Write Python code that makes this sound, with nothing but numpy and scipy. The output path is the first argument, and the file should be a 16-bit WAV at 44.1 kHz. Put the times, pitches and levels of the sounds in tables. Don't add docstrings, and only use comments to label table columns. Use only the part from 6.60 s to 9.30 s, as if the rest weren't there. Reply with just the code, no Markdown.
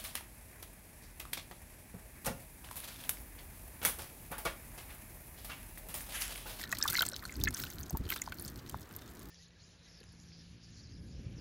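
import sys
import numpy as np
from scipy import signal
from scipy.fft import rfft, irfft
from scipy.io import wavfile
from scipy.ndimage import uniform_filter1d

SR = 44100
rng = np.random.default_rng(int(sys.argv[2]) if len(sys.argv) > 2 else 0)


def gain_from_db(level_db):
    decades = np.asarray(level_db, float) / 20
    return 10 ** decades


def transcribe(signal):
    frames = np.atleast_2d(signal).T
    limited = np.clip(frames, -1, 1)
    pcm = np.round(limited * 32767).astype(np.int16)
    wavfile.write(sys.argv[1], SR, pcm)


N = 119070

# frequency_hz, density_db (per Hz)
HUM_SPECTRUM = [(30, -9), (72, -4), (313, -7), (510, -15), (1700, -17.5), (2800, -27.5), (9000, -35.5),
                (15900, -31.5)]
# frequency_hz, density_db (per Hz)
RUMBLE_SPECTRUM = [(30, -17.5), (55, 4), (110, -2.5), (200, -8), (350, -10.5), (600, -33.5), (1500, -89.5)]
# middle_s, half_length_s, level_db
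HAND_JOLTS = [
    (0.309, 0.0175, -47),
    (0.795, 0.0277, -39.5),
    (0.861, 0.0513, -39),
    (1.041, 0.038, -48),
    (1.218, 0.0635, -50.5),
    (1.346, 0.0139, -33),
    (1.411, 0.0126, -36.5),
    (1.458, 0.0147, -36.5),
    (1.884, 0.126, -54),
    (2.12, 0.018, -53),
]
# time_s, level_db
FLOW_STRENGTH = [(0, -47), (.08, -58), (.2, -57.5), (.33, -43), (.44, -54), (.6, -61.5), (.8, -58),
                 (.92, -60), (.96, -49.5), (1.07, -55.5), (1.4, -66.5), (1.47, -59.5), (1.52, -44),
                 (1.6, -61.5), (1.76, -64.5), (1.83, -54.5), (1.95, -64), (2.7, -66)]
# frequency_hz, gain_db
SPRAY_COLOUR = [(500, 21.5), (1700, 12), (2600, 5.5), (4200, 8.5), (6300, 2), (10300, -1.5), (14000, 4.5),
                (16200, -6)]
# start_s, peak_db, pitch_hz, t60_s
GLUG_EVENTS = [(0.038, -34.5, 1837, 0.0169), (0.126, -23.5, 1867, 0.0222), (0.215, -40, 1679, 0.0546),
               (0.326, -37, 1556, 0.0326), (0.341, -33, 1653, 0.0865), (0.408, -24.5, 1462, 0.0254),
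               (0.632, -41, 1235, 0.041), (0.653, -35.5, 1410, 0.0079), (0.694, -39, 2105, 0.0216),
               (0.856, -41.5, 2050, 0.014), (0.877, -30.5, 2056, 0.034), (1.037, -36, 1406, 0.0208),
               (1.349, -37.5, 883.8, 0.0454), (1.524, -30.5, 2094, 0.0123), (1.56, -39.5, 1295, 0.055),
               (1.619, -34.5, 2055, 0.0123), (1.722, -35, 1478, 0.0174), (0.0094, -42.5, 1975, 0.027),
               (0.2399, -34, 1684, 0.0447), (0.374, -32.5, 2138, 0.0263)]
# start_s, peak_db, pitch_hz
BEAD_EVENTS = [(0.023, -57.5, 4350), (0.055, -40, 3805), (.128, -28, 1205), (.129, -39, 661.6),
               (.409, -41, 459.6), (.422, -36.5, 695), (.525, -44, 551), (.877, -31, 3360),
               (0.154, -39.5, 1990), (.533, -33, 5620), (.593, -39, 4320), (.624, -40.5, 1830),
               (0.721, -40, 1968), (.795, -44, 2470), (0.882, -35, 1350), (1.455, -44.5, 4534),
               (1.466, -45.5, 2970), (1.516, -35, 2193), (1.726, -39.5, 2350)]
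# start_s, peak_db, pitch_hz
DROPLET_EVENTS = [(0.278, -23.5, 15040), (0.2776, -26.5, 5770), (0.3244, -25.5, 9110), (0.3302, -22, 12440),
                  (0.3313, -33, 4460), (0.3408, -27.5, 7751), (0.3465, -26.5, 5970), (0.3525, -27, 4392),
                  (0.3748, -31, 4410), (0.421, -25, 7190), (0.481, -33.5, 4254), (0.4819, -38.5, 15500),
                  (0.6531, -34.5, 8710), (0.8206, -47.5, 6400), (0.8378, -20.5, 6487),
                  (0.8375, -15.5, 15530), (0.8494, -32, 4360), (0.856, -32, 3975), (0.9425, -28, 9230),
                  (0.959, -36, 15100), (0.974, -40.5, 5800), (0.9807, -36.5, 7493), (0.9898, -34, 15100),
                  (0.9992, -26.5, 15250), (0.9997, -33.5, 4080), (1.0233, -35.5, 15100),
                  (1.0262, -32.5, 5440), (1.0444, -30.5, 14970), (1.1157, -39.5, 15530),
                  (1.1217, -40, 15250), (1.2045, -31, 14800), (1.2098, -40, 4460), (1.3732, -35, 14980),
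                  (1.4902, -39, 14814), (1.491, -35.5, 3105), (1.503, -18.5, 13140), (1.5155, -27, 14100),
                  (1.5224, -28, 14100), (1.537, -36, 5760), (1.5431, -30, 15400), (1.5608, -33, 9080),
                  (1.5813, -37.5, 3550), (1.6173, -31.5, 14900), (1.7425, -37.5, 14350),
                  (1.7724, -42, 14039), (1.7849, -41.5, 15417), (1.7853, -39, 4430), (1.797, -30.5, 9750),
                  (1.8009, -41, 4410), (1.8115, -34.5, 15000), (1.8232, -29.5, 11680), (1.849, -31, 14760),
                  (1.879, -33.5, 8785), (1.8829, -36.5, 6360), (1.992, -42.5, 4909), (2.0896, -42, 5566),
                  (2.0987, -42.5, 3194), (2.291, -47.5, 7180), (2.3639, -29, 11800), (2.594, -43, 9850)]
# start_s, peak_db, brightest_hz, t60_s
SPLAT_EVENTS = [(0.038, -23.5, 4900, 0.0116), (0.116, -25.5, 6820, 0.045), (0.1256, -19, 6500, 0.0103),
                (0.1497, -28, 5250, 0.04), (0.17, -27.5, 4620, 0.015), (0.1851, -20.5, 9450, 0.0237),
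                (0.2118, -32, 5500, 0.0085), (0.2371, -18, 13600, 0.0185), (0.278, -16.5, 5840, 0.009),
                (0.3005, -16.5, 11600, 0.0148), (0.3738, -19, 5600, 0.0098), (0.3902, -27.5, 4930, 0.0108),
                (0.4064, -17, 5000, 0.0074), (0.42, -14.5, 13800, 0.021), (0.452, -21.5, 5540, 0.0108),
                (0.461, -23, 14200, 0.0069), (0.464, -18, 7700, 0.0146), (0.5632, -22.5, 5750, 0.0095),
                (0.8372, -18, 6660, 0.0176), (0.849, -29, 15600, 0.0122), (0.907, -27, 9900, 0.0108),
                (0.939, -40.5, 6210, 0.0072), (0.9998, -22, 15400, 0.0117), (1.037, -20.5, 4260, 0.0079)]
# start_s, peak_db, brightest_hz, t60_s
LAST_DROPS = [(1.184, -29.5, 4100, 0.0081), (1.3065, -24.5, 13600, 0.0137), (1.3708, -22.5, 14700, 0.0286),
              (1.503, -25, 13100, 0.0093), (1.524, -31.5, 2400, 0.064), (1.5618, -24.5, 3270, 0.0565),
              (1.615, -32.5, 13000, 0.0073), (1.7215, -29, 2590, 0.0215), (1.7973, -33.5, 9800, 0.007),
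              (1.8214, -37, 11800, 0.028), (1.8424, -33.5, 14600, 0.025), (1.8998, -34.5, 12400, 0.01),
              (1.9586, -33.5, 5430, 0.012), (2.0954, -28.5, 9180, 0.022), (2.363, -31.5, 11800, 0.0156),
              (2.593, -39.5, 9670, 0.012)]
# start_s, peak_db, pitch_hz, t60_s
PING_EVENTS = [(0.1096, -41.5, 6500, 0.013), (0.2129, -35.5, 3698, 0.03), (0.2258, -16.5, 5547, 0.009),
               (0.281, -25, 3566, 0.0253), (0.3678, -25, 4240, 0.021), (0.392, -18.5, 3885, 0.0204),
               (0.4084, -27.5, 4630, 0.0066), (0.4224, -22.5, 3130, 0.0173), (0.4877, -22.5, 8386, 0.00356),
               (0.5193, -38, 4230, 0.0084), (0.542, -35.5, 3934, 0.0217), (0.5633, -37.5, 3756, 0.011),
               (0.6524, -35.5, 4297, 0.0129), (0.724, -38.5, 6910, 0.0098), (0.7558, -37.5, 4876, 0.0071),
               (0.8133, -36.5, 3596, 0.019), (0.8857, -30, 6380, 0.0087), (0.9459, -26, 6055, 0.0072),
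               (1.0643, -44, 2887, 0.033), (1.1018, -40, 6224, 0.0121), (1.2316, -36, 6110, 0.007),
               (1.297, -34.5, 6183, 0.0094), (1.5026, -29, 3020, 0.0093), (1.618, -24.5, 6994, 0.0081),
               (1.6626, -42.5, 4850, 0.0135), (1.8495, -36.5, 5090, 0.0061), (1.8796, -39, 4484, 0.01)]
# start_s, peak_db, pitch_hz, t60_s
PLOP_EVENTS = [
    (0.203, -38, 1235, 0.0195),
    (0.254, -26.5, 1160, 0.0319),
    (0.353, -23, 1984, 0.01),
    (0.384, -28.5, 1373, 0.0183),
    (0.428, -25.5, 1328, 0.0168),
    (0.533, -40.5, 1440, 0.0163),
    (0.872, -24.5, 1724, 0.033),
    (1.308, -41, 672, 0.0151),
    (1.676, -30.5, 968, 0.007),
    (2.144, -28, 954, 0.0043),
]
# start_s, length_s, pitch_hz, level_db
WHISTLE_EVENTS = [
    (2.109, 0.131, 3595, -65.5),
    (2.37, 0.146, 3621, -62.5),
]


def evened(x):
    return x / np.sqrt(np.mean(x ** 2) + 1e-20)


def curve(points):
    return np.interp(np.arange(N) / SR, *np.transpose(points))


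def coloured(x, points):
    f, db = np.transpose(points)
    hz = np.fft.rfftfreq(len(x), 1 / SR)
    gain = gain_from_db(np.interp(np.log(hz + 1), np.log(f + 1), db))
    return irfft(rfft(x) * gain, len(x))


def add(mix, start_s, sound):
    part = mix[max(round(start_s * SR), 0):][:len(sound)]
    part += sound[:len(part)]


def smoothed_noise(count, width):
    noise = rng.standard_normal(count)
    return uniform_filter1d(uniform_filter1d(noise, width), width)


def struck(rise_s, t60_s):
    t = np.arange(2600) / SR
    shape = (1 - np.exp(-t / rise_s)) ** 2 * gain_from_db(-60 * t / max(t60_s, 0.002))
    return t, shape / shape.max()


def bubble(hz, t60_s, rise_s, glide, wobble, chance):
    t, shape = struck(rise_s, t60_s)
    tremble = 0.09 * evened(smoothed_noise(len(t), round(2 * SR / hz)))
    turns = hz * t * (1 + glide * t / t60_s) + tremble
    neighbour_turns = turns * (1.2 + 0.2688 * chance[0]) + chance[1]
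    return shape * (np.sin(2 * np.pi * turns) + wobble * np.sin(2 * np.pi * neighbour_turns))


def bubbles(rows, rise_s, glide, wobble):
    out = np.zeros(N)
    for (start_s, db, hz, t60_s), chance in zip(rows, rng.random((len(rows), 2))):
        add(out, start_s, gain_from_db(db) * bubble(hz, t60_s, rise_s, glide, wobble, chance))
    return out


def burst(hz, t60_s, rise_s, crack):
    octaves, skirt_db, crack_t60_s = 0.6, -14, 0.003
    t, shape = struck(rise_s, t60_s)
    band = [
        (hz / 2 ** (4 * octaves), 2 * skirt_db),
        (hz / 2 ** (2 * octaves), skirt_db),
        (hz, 0),
        (hz * 2 ** octaves, 0.5 * skirt_db),
    ]
    noise = coloured(rng.standard_normal(len(t)), band)
    spray = evened(coloured(noise, SPRAY_COLOUR))
    return spray * (shape + crack * struck(rise_s, crack_t60_s)[1])


def hum():
    return gain_from_db(-55) * evened(coloured(rng.standard_normal(N), HUM_SPECTRUM))


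def rumble():
    t = np.arange(N) / SR
    level = gain_from_db(-54.5) * gain_from_db(3.64 * evened(smoothed_noise(N, 700)))
    for middle_s, half_s, db in HAND_JOLTS:
        level += gain_from_db(db) * np.exp(-((t - middle_s) / half_s) ** 2)
    return level * evened(coloured(rng.standard_normal(N), RUMBLE_SPECTRUM))


def sparse(per_s, spread_db, busy):
    hits = rng.random(N) < per_s * busy / SR
    return hits * gain_from_db(spread_db * np.minimum(rng.exponential(1, N), 2.6))


def drizzle():
    drops_per_s, beads_per_s = 1000, 490
    bead_share, bead_ebb_db_per_s = 0.9, 4
    kinds = 24
    flow = curve(FLOW_STRENGTH)
    busy = np.clip(gain_from_db(0.37 * (flow - flow.max())), 0, 1)
    drops = sparse(drops_per_s, 7.66, busy)
    beads = sparse(beads_per_s, 2.07, busy)
    kind = rng.integers(0, kinds, N)
    fizz, tones = np.zeros(N), np.zeros(N)
    for k, chance in enumerate(rng.random((kinds, 4))):
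        place = (k + chance[3]) / kinds
        puff_hz = 2200 * 6.45 ** np.sqrt(place)
        puff = burst(puff_hz, 0.0076 + 0.0169 * chance[2], 0.00055 * chance[0] + 0.000089, 1.0)
        fizz += signal.oaconvolve(drops * (kind == k), puff)[:N]
        hz = 1200 * 5.607 ** place
        tone = bubble(hz, (14 + 30 * chance[2]) / hz, 6.1 / hz, 0.0696, 0.313, chance)
        tones += signal.oaconvolve(beads * (kind == k), tone)[:N]
    ebb = gain_from_db(-bead_ebb_db_per_s * np.arange(N) / SR)
    ringing = bead_share * np.sqrt(busy) * ebb * evened(coloured(tones, SPRAY_COLOUR))
    return gain_from_db(flow) / np.sqrt(busy) * (evened(fizz) + ringing)


def glugs():
    return bubbles(GLUG_EVENTS, rise_s=0.000723, glide=0.0347, wobble=0.222)


def droplets():
    shortest_t60_s, turns = 0.002, 26
    rows = [(s, db, hz, shortest_t60_s + turns / hz) for s, db, hz in DROPLET_EVENTS + BEAD_EVENTS]
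    return gain_from_db(-3) * bubbles(rows, rise_s=0.0005, glide=0.0096, wobble=0.267)


def splats():
    out = np.zeros(N)
    for start_s, db, hz, t60_s in SPLAT_EVENTS + LAST_DROPS:
        add(out, start_s, gain_from_db(db - 14.5) * burst(hz, t60_s, rise_s=0.0003, crack=0.73))
    return out


def pings():
    return bubbles(PING_EVENTS, rise_s=0.000296, glide=0.0247, wobble=0.254)


def plops():
    return bubbles(PLOP_EVENTS, rise_s=0.000954, glide=0.056, wobble=0.27)


def basin(x):
    t = np.arange(3000) / SR
    hits = rng.standard_normal(len(t)) * (rng.random(len(t)) < 0.1)
    taps = hits * gain_from_db(-60 * t / 0.0247) * (t > 0.0006)
    return signal.fftconvolve(x, taps / np.linalg.norm(taps))[:N]


def whistles():
    out = np.zeros(N)
    for start_s, length_s, hz, db in WHISTLE_EVENTS:
        t = np.arange(0, length_s, 1 / SR)
        waver = evened(uniform_filter1d(rng.standard_normal(len(t)), size=150))
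        swell = np.sin(np.pi * t / length_s)
        add(out, start_s, gain_from_db(db) * swell * waver * np.sin(2 * np.pi * hz * t))
    return out


def scene():
    mist = drizzle()
    drops = glugs() + droplets() + splats() + pings() + plops()
    faint = mist + hum() + whistles() + gain_from_db(-12) * basin(drops + mist)
    faint = signal.oaconvolve(faint, signal.firwin(401, 15900, fs=SR), "same")
    return (drops + faint + rumble())[None]


def top_cut(x):
    return signal.sosfilt(signal.butter(12, 17000, fs=SR, output="sos"), x)


def record(dry):
    edge = signal.firwin(255, 16400, window=("kaiser", 8), fs=SR)
    mix = signal.oaconvolve(dry, edge[None], "same")
    return top_cut(mix)


dry = scene()
out = record(dry)
transcribe(out)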